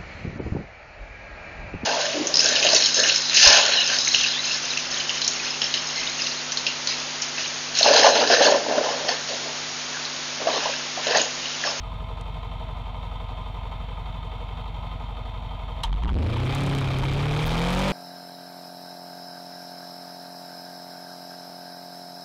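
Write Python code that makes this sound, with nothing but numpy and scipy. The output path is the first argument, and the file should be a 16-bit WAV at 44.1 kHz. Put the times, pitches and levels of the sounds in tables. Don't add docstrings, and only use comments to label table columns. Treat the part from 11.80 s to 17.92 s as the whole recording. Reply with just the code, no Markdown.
import sys
import numpy as np
from scipy import signal
from scipy.fft import rfft, irfft
from scipy.io import wavfile
from scipy.ndimage import uniform_filter1d

SR = 44100
rng = np.random.default_rng(int(sys.argv[2]) if len(sys.argv) > 2 else 0)


def boost_factor(decibels):
    exponent = np.asarray(decibels, float) / 20
    return 10 ** exponent


def master_out(mix):
    frames = np.transpose(np.atleast_2d(mix))
    ceiling = np.clip(frames, -1, 1)
    pcm = np.round(ceiling * 32767).astype(np.int16)
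    wavfile.write(sys.argv[1], SR, pcm)


N = 269892


def level(x, db=0):
    return x * boost_factor(db) / np.sqrt(np.mean(x ** 2))


def ring(x, modes, flip=-1):
    total = 0
    for k, (pitch_hz, width_hz, db) in enumerate(modes):
        b, a = signal.iirpeak(pitch_hz, pitch_hz / width_hz, SR)
        total = total + flip ** k * boost_factor(db) * signal.lfilter(b, a, x)
    return total


def cut(x, hz, kind, order=2):
    return signal.sosfilt(signal.butter(order, hz, kind, fs=SR, output="sos"), x)


def noise():
    return rng.standard_normal(N)


def walk(rate_hz):
    k = int(SR / rate_hz)
    steps = np.repeat(rng.standard_normal(N // k + 1), k)
    return uniform_filter1d(uniform_filter1d(steps, k), k)[:N]


def rise(x, middle, span):
    return 1 / (1 + np.exp(-(x - middle) / span))


def since(cycle, place, scatter_db):
    turn = cycle - place + 1
    strength = boost_factor(scatter_db * rng.standard_normal(256))
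    return turn % 1, strength[turn.astype(int)]


# time_s, strokes_hz
SPEED = [(0, 47.18), (1.29, 46.39), (1.7, 46.72), (2.83, 46.7), (3.56, 47.29), (3.83, 46.26), (4.04, 47),
         (4.12, 45), (4.18, 47.5), (4.26, 62), (4.32, 72.47), (4.41, 105.78), (4.66, 128.27), (4.7, 134.25),
         (4.82, 139), (4.96, 138.4), (5.11, 132.7), (5.2, 132.1), (5.57, 149.5), (5.71, 160.3), (6.12, 198)]


def engine_speed(t):
    cycle_hz = np.interp(t, *np.transpose(SPEED)) / 4
    return cycle_hz, np.cumsum(cycle_hz) / SR + .93


def shake(cycle, cycle_hz):
    beat_db = np.interp(cycle_hz, [12, 14, 22, 28, 33, 34.5, 38, 42, 50],
                        [-40, -4, 2, 1, -6, -17, -12, -11, -13])
    beat_db = beat_db + 1.2 * walk(7)
    rocking = np.cos(8 * np.pi * (cycle - .137))
    beat = boost_factor(beat_db) * np.cos(6 * np.pi * (cycle + .1))
    return -np.sqrt(2) * (rocking + beat)


# place (0-1), push_db, length_cycles
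STROKES = [
    (.09, -36, .047),
    (.344, -33.7, .04),
    (.393, -34.4, .024),
    (.441, -40.6, .023),
    (.623, -29.7, .083),
    (.767, -36.7, .038),
    (.862, -32.3, .046),
]
# pitch_hz, width_hz, level_db
TAIL = [(77.9, 27, 16), (167.8, 25.7, 16), (126.3, 29, 14.7)]


def pushes(cycle):
    push = 0
    for place, push_db, length_cycles in STROKES:
        gone, size = since(cycle, place - .5, scatter_db=.9)
        push = push - boost_factor(push_db) * size * np.exp(-((gone - .5) / length_cycles) ** 2)
    push = cut(push, 30.4, "high")
    return push + ring(push, TAIL)


# pitch_hz, width_hz, level_db
FRAME = [(42.3, 98, 4), (112, 120, 12.5), (173.3, 80, 5), (278, 84, -11.5), (474, 61, -5)]


def firings(cycle):
    first_place = 0.3215
    blow = 0
    for place in (first_place, first_place + 1 / 4):
        gone, size = since(cycle, place, scatter_db=1.2)
        blow = blow - size * gone * np.exp(-gone / 0.022)
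    return level(ring(blow, FRAME))


def bursts(cycle, table, floor):
    out = floor
    for place, db, fade_cycles in table:
        gone, size = since(cycle, place, scatter_db=1.2)
        out = out + boost_factor(db) * size * (1 - np.exp(-gone / .012)) * np.exp(-gone / fade_cycles)
    return out


# place (0-1), clatter_db, fade_cycles
BURSTS = [
    (.05, -3.5, 0.16),
    (.27, 1.5, 0.31),
    (.53, -5, 0.26),
    (.72, -2.5, 0.38),
]
# place (0-1), puff_db, fade_cycles
PUFFS = [
    (.01, -12, .08),
    (.225, -4, .25),
    (.47, 1, .14),
    (.615, -2, .08),
    (.81, -10, .08),
]
# place (0-1), knock_db
KNOCKS = [(.02, -14), (.13, -7), (.285, -4), (.31, -3), (.33, -1), (0.371, -5), (.425, 0), (.455, -8),
          (0.581, -4.5), (.605, -6), (.665, -3.5), (0.751, -4), (.935, -8)]
# pitch_hz, width_hz, level_db
CASE = [(646, 31.5, 4), (737, 48, 0.5), (904, 74, 3.5), (1034.6, 34.7, 4.5), (1246.5, 57, -1),
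        (2202, 77, -6), (2625, 310, -11.5), (2340, 43, -16), (1380, 30, -25), (1780, 74, -16),
        (2000, 270, -15)]
# pitch_hz, width_hz, level_db
COVER = [(3158, 129, -3.5), (3526, 111, -6), (3890, 31, -22), (4270, 28, -16.5)]
# pitch_hz, width_hz, level_db
LENS = [(5570, 160, -24.5), (7010, 230, -32), (8120, 340, -38)]
# pitch_hz, width_hz, level_db
RASP = [(538, 92, 2.5), (820, 160, 2), (1230, 224, 0.5), (2368, 232, 0), (3103, 133, -0.5),
        (3570, 630, -5.5), (4800, 3550, -17), (7420, 4300, -23)]


def clatter(cycle, cycle_hz):
    burst = bursts(cycle, BURSTS, .12 + .01 * cycle_hz)
    burst = burst / np.sqrt(cycle_hz / 12)
    puff = bursts(cycle, PUFFS, .1)

    happens = rng.random(N) < 60 * cycle_hz / SR
    tick_db = np.minimum(2.8 * rng.exponential(size=N), 13)
    tick = happens * boost_factor(tick_db) * rng.choice([-1, 1], N)
    knock = 0
    for place, db in KNOCKS:
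        gone, size = since(cycle, place, scatter_db=1.5)
        knock = knock + boost_factor(db) * size * (np.diff(gone, prepend=0) < 0)
    drive = burst * (level(tick, -7) + noise()) + level(cut(knock, 2000, "low"), -8)

    exhaust = ring(puff * noise(), [(465.0, 45.0, 6.9)]) + ring(noise(), [(242.2, 22.0, 3.1)])
    shell = cut(cut(ring(drive, CASE), 590, "high", order=4), 2750, "low", order=8)
    lid = cut(cut(ring(drive, COVER, flip=1), 2950, "high", order=4), 4600, "low", order=8)
    small_parts = cut(ring(drive, LENS), 6030, "high", order=6)
    bright_ticks = boost_factor(-46.5) * cut(burst * level(tick), 5100, "high")
    case = level(shell + lid + small_parts + exhaust + bright_ticks)

    rasp_db = np.interp(cycle_hz, [9, 19], [-49, 5])
    rasp = level(ring(burst * noise(), RASP))
    return case / (1 + boost_factor(rasp_db)) + boost_factor(rasp_db - 5.0) * rasp


# multiple_of_cycle, level_db
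WHINE = [(5, 0), (6, -9), (7, 0), (8, -2), (9, -1), (10, -12), (11, -3), (12, -3), (13, -12), (16, -7),
         (17, -10), (19, -9), (20, -11), (21, -9)]
# pitch_hz, width_hz, level_db
SWINGARM = [(174.4, 8.9, 9.5), (268.5, 64, 3.5), (470, 56, 4), (543, 89, 6.5), (894, 270, 7.5)]


def whine(cycle):
    hum = 0
    for multiple, db in WHINE:
        phase = 2 * np.pi * multiple * (cycle - .137) + .8 * walk(30)
        hum = hum + boost_factor(db + 4 * walk(9)) * np.cos(phase)
    return level(sum(ring(hum, [mode]) for mode in SWINGARM) + boost_factor(-13) * hum)


# time_s, extra_shake_db, length_s
LURCHES = [
    (4.128, 11.5, .042),
    (4.245, 10, .03),
    (4.287, 5, .018),
    (4.36, 8.5, .045),
    (4.745, -6, .03),
    (5.685, -5, .03),
]


def lurches(t):
    return sum(db * np.exp(-((t - s) / length_s) ** 2) for s, db, length_s in LURCHES)


def sway():
    tail = ring(ring(noise(), [(40.8, 1.3, 0)]), [(46.3, 46, 0)])
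    plate = ring(ring(noise(), [(64.0, 66, -3.5)]), [(62.0, 46.0, 0)])
    return level(tail + plate)


# time_s, swing_db
BUMPS = [
    (4.34, -24),
    (4.93, -31),
    (5.2, -31),
    (5.62, -33),
]


def bumps(t):
    rise_s, fade_s = .07, .16
    return sum(boost_factor(db) * np.exp(-np.where(t < s, (s - t) / rise_s, (t - s) / fade_s)) for s, db in BUMPS)


def lope(t, cycle, cycle_hz):
    swing = boost_factor(-22 + 0.5 * walk(14.0)) * rise(cycle_hz, 38.8, 0.063) * np.cos(2 * np.pi * cycle)
    buck = boost_factor(-15) * np.exp(-((t - 4.36) / 0.04) ** 2) * np.cos(4 * np.pi * cycle)
    return swing + buck


# start_s, blow_db, chatter_s
CLUNKS = [(4.0338, -28, 0.0034), (4.035, -25.5, 0.011), (4.126, -24.5, 0.0035), (4.164, -44, 0.0035),
          (4.167, -42, .008), (4.234, -22, 0.0019), (4.246, -27, 0.0088), (4.277, -33, .004),
          (4.28, -33, 0.003), (4.2918, -25.5, 0.0057), (4.362, -36, 0.0025), (4.386, -27.5, 0.0021),
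          (4.441, -30, .003), (4.487, -33, 0.0031), (4.531, -48, 0.0036), (4.562, -32, 0.0044),
          (5.232, -24.5, 0.0024)]
# pitch_hz, width_hz, level_db
GEARBOX = [(620, 96, -8), (915, 36, 9.5), (1200, 175, -1), (1900, 3600, -18), (2500, 82, -14),
           (3140, 130, 5.5), (4130, 350, -6.5), (5600, 2600, -24)]


def gears(t):
    touch, first, *rest = (boost_factor(db) * (t > s) * np.exp(-np.abs(t - s) / chatter_s)
                           for s, db, chatter_s in CLUNKS)
    bounces = level(np.arange(N) % 47 == 0)
    grit = .45 * bounces + noise()
    later = sum(rest) * grit
    steel = cut((touch + first) * grit, 6100, "low")
    steel = steel + cut(later, 2700, "low", order=3) + boost_factor(-25) * later
    gone_s = np.maximum(t - 4.047, 0)
    nod = boost_factor(-23) * np.exp(-gone_s / .05) * np.sin(2 * np.pi * 44 * gone_s)
    return boost_factor(15.5) * ring(steel, GEARBOX) - nod


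# start_s, tap_db, pitch_hz
TAPS = [(.4123, -33, 7050), (4.299, -34, 5400), (4.7508, -19, 7544), (4.808, -29, 7000), (4.837, -29, 7500),
        (4.866, -30, 7500), (4.895, -31, 6500), (4.9498, -27, 6970), (4.98, -30, 8000), (5.3372, -27, 6990),
        (5.6119, -22, 8410), (5.654, -30, 13000), (5.659, -27, 13000), (5.664, -22, 13000),
        (5.6738, -24, 13000), (5.68, -30, 13000), (5.793, -27, 11000), (5.928, -27, 11000),
        (5.993, -25, 10000)]


def taps(t):
    return sum(boost_factor(db) * np.exp(-((t - s) / .00009) ** 2) * np.sin(2 * np.pi * pitch_hz * (t - s))
               for s, db, pitch_hz in TAPS)


# start_s, rattle_db
RATTLES = [(4.438, -44), (4.573, -44.5), (4.6525, -37), (4.7496, -30), (4.782, -39), (4.806, -37),
           (4.835, -38), (4.8634, -37), (4.8933, -34), (4.9227, -44), (4.9496, -33), (4.9844, -35),
           (5.0075, -39), (5.1858, -34.5), (5.2444, -37), (5.335, -34), (5.524, -34), (5.574, -36),
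           (5.6321, -32), (5.7089, -32), (5.7678, -37), (5.7924, -36), (5.9035, -32.5), (5.9484, -31),
           (5.991, -28)]


def rattle(t):
    fade_s, mode = 0.0036, [(6650, 6000, 0)]
    blows = sum(boost_factor(db) * (t > s) * np.exp(-np.abs(t - s) / fade_s) for s, db in RATTLES)
    scrape = level(ring(ring(noise(), mode), mode))
    return boost_factor(-4) * blows * scrape


# pitch_hz, level_db
TRAFFIC = [(150, 9), (200, 1), (250, -4.5), (340, -17), (560, -9.5), (760, -3), (1500, -22), (3700, -17),
           (4600, -47)]


def traffic():
    hz, db = np.transpose(TRAFFIC)
    log_hz = np.log(np.fft.rfftfreq(N, 1 / SR) + 1)
    colour = boost_factor(np.interp(log_hz, np.log(hz), db, left=-60))
    wash = irfft(rfft(noise()) * colour, N)
    return level(wash, -48) * boost_factor(1.5 * walk(3))


def scene():
    t = np.arange(N) / SR
    cycle_hz, cycle = engine_speed(t)
    opens_s, open_s = 3.95, 4.42
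    throttle = np.clip((t - opens_s) / (open_s - opens_s), 0, 1)
    lurch_db = lurches(t)

    shake_db = np.interp(throttle ** 2, [0, 1], [-30.1, -20]) + lurch_db
    firing_db = np.interp(throttle, [0, 1], [-55, -24.5]) + .5 * lurch_db
    sway_db = np.interp(throttle, [0, 1], [-50, -33.5]) + .6 * lurch_db
    push_db = -8 * throttle ** 2
    clatter_db = -41 + 4 * throttle ** 2 + 16.5 * rise(4 * cycle_hz, 139.8, 19.8)
    whine_db = shake_db + np.interp(cycle_hz, [12, 28, 33.2, 34.4, 36, 39, 50],
                                    [-34, -16, -18, -14, -17, -13, -7])
    whine_db = whine_db + 5 * np.exp(-((t - 4.88) / .15) ** 2)

    engine = boost_factor(shake_db) * shake(cycle, cycle_hz) + boost_factor(push_db) * pushes(cycle)
    engine = engine + boost_factor(firing_db) * firings(cycle)
    engine = engine + boost_factor(clatter_db) * clatter(cycle, cycle_hz) + boost_factor(whine_db) * whine(cycle)
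    tail = (boost_factor(sway_db) + bumps(t)) * sway() + lope(t, cycle, cycle_hz)
    knocks = gears(t) + taps(t) + rattle(t)
    return (engine + tail + knocks + traffic())[None]


def roll_off(x):
    return signal.sosfilt(signal.butter(12, 15980, fs=SR, output="sos"), x)


def record(dry):
    ceiling, knee = .082, 9.0
    flat = dry / (1 + np.abs(dry / ceiling) ** knee) ** (1 / knee)
    flat = flat + boost_factor(-10.5) * cut(dry - flat, 10000, "high", order=4)
    mix = signal.sosfilt(signal.ellip(8, .2, 70, 15700, fs=SR, output="sos"), flat)
    return roll_off(mix)


dry = scene()
out = record(dry)
master_out(out)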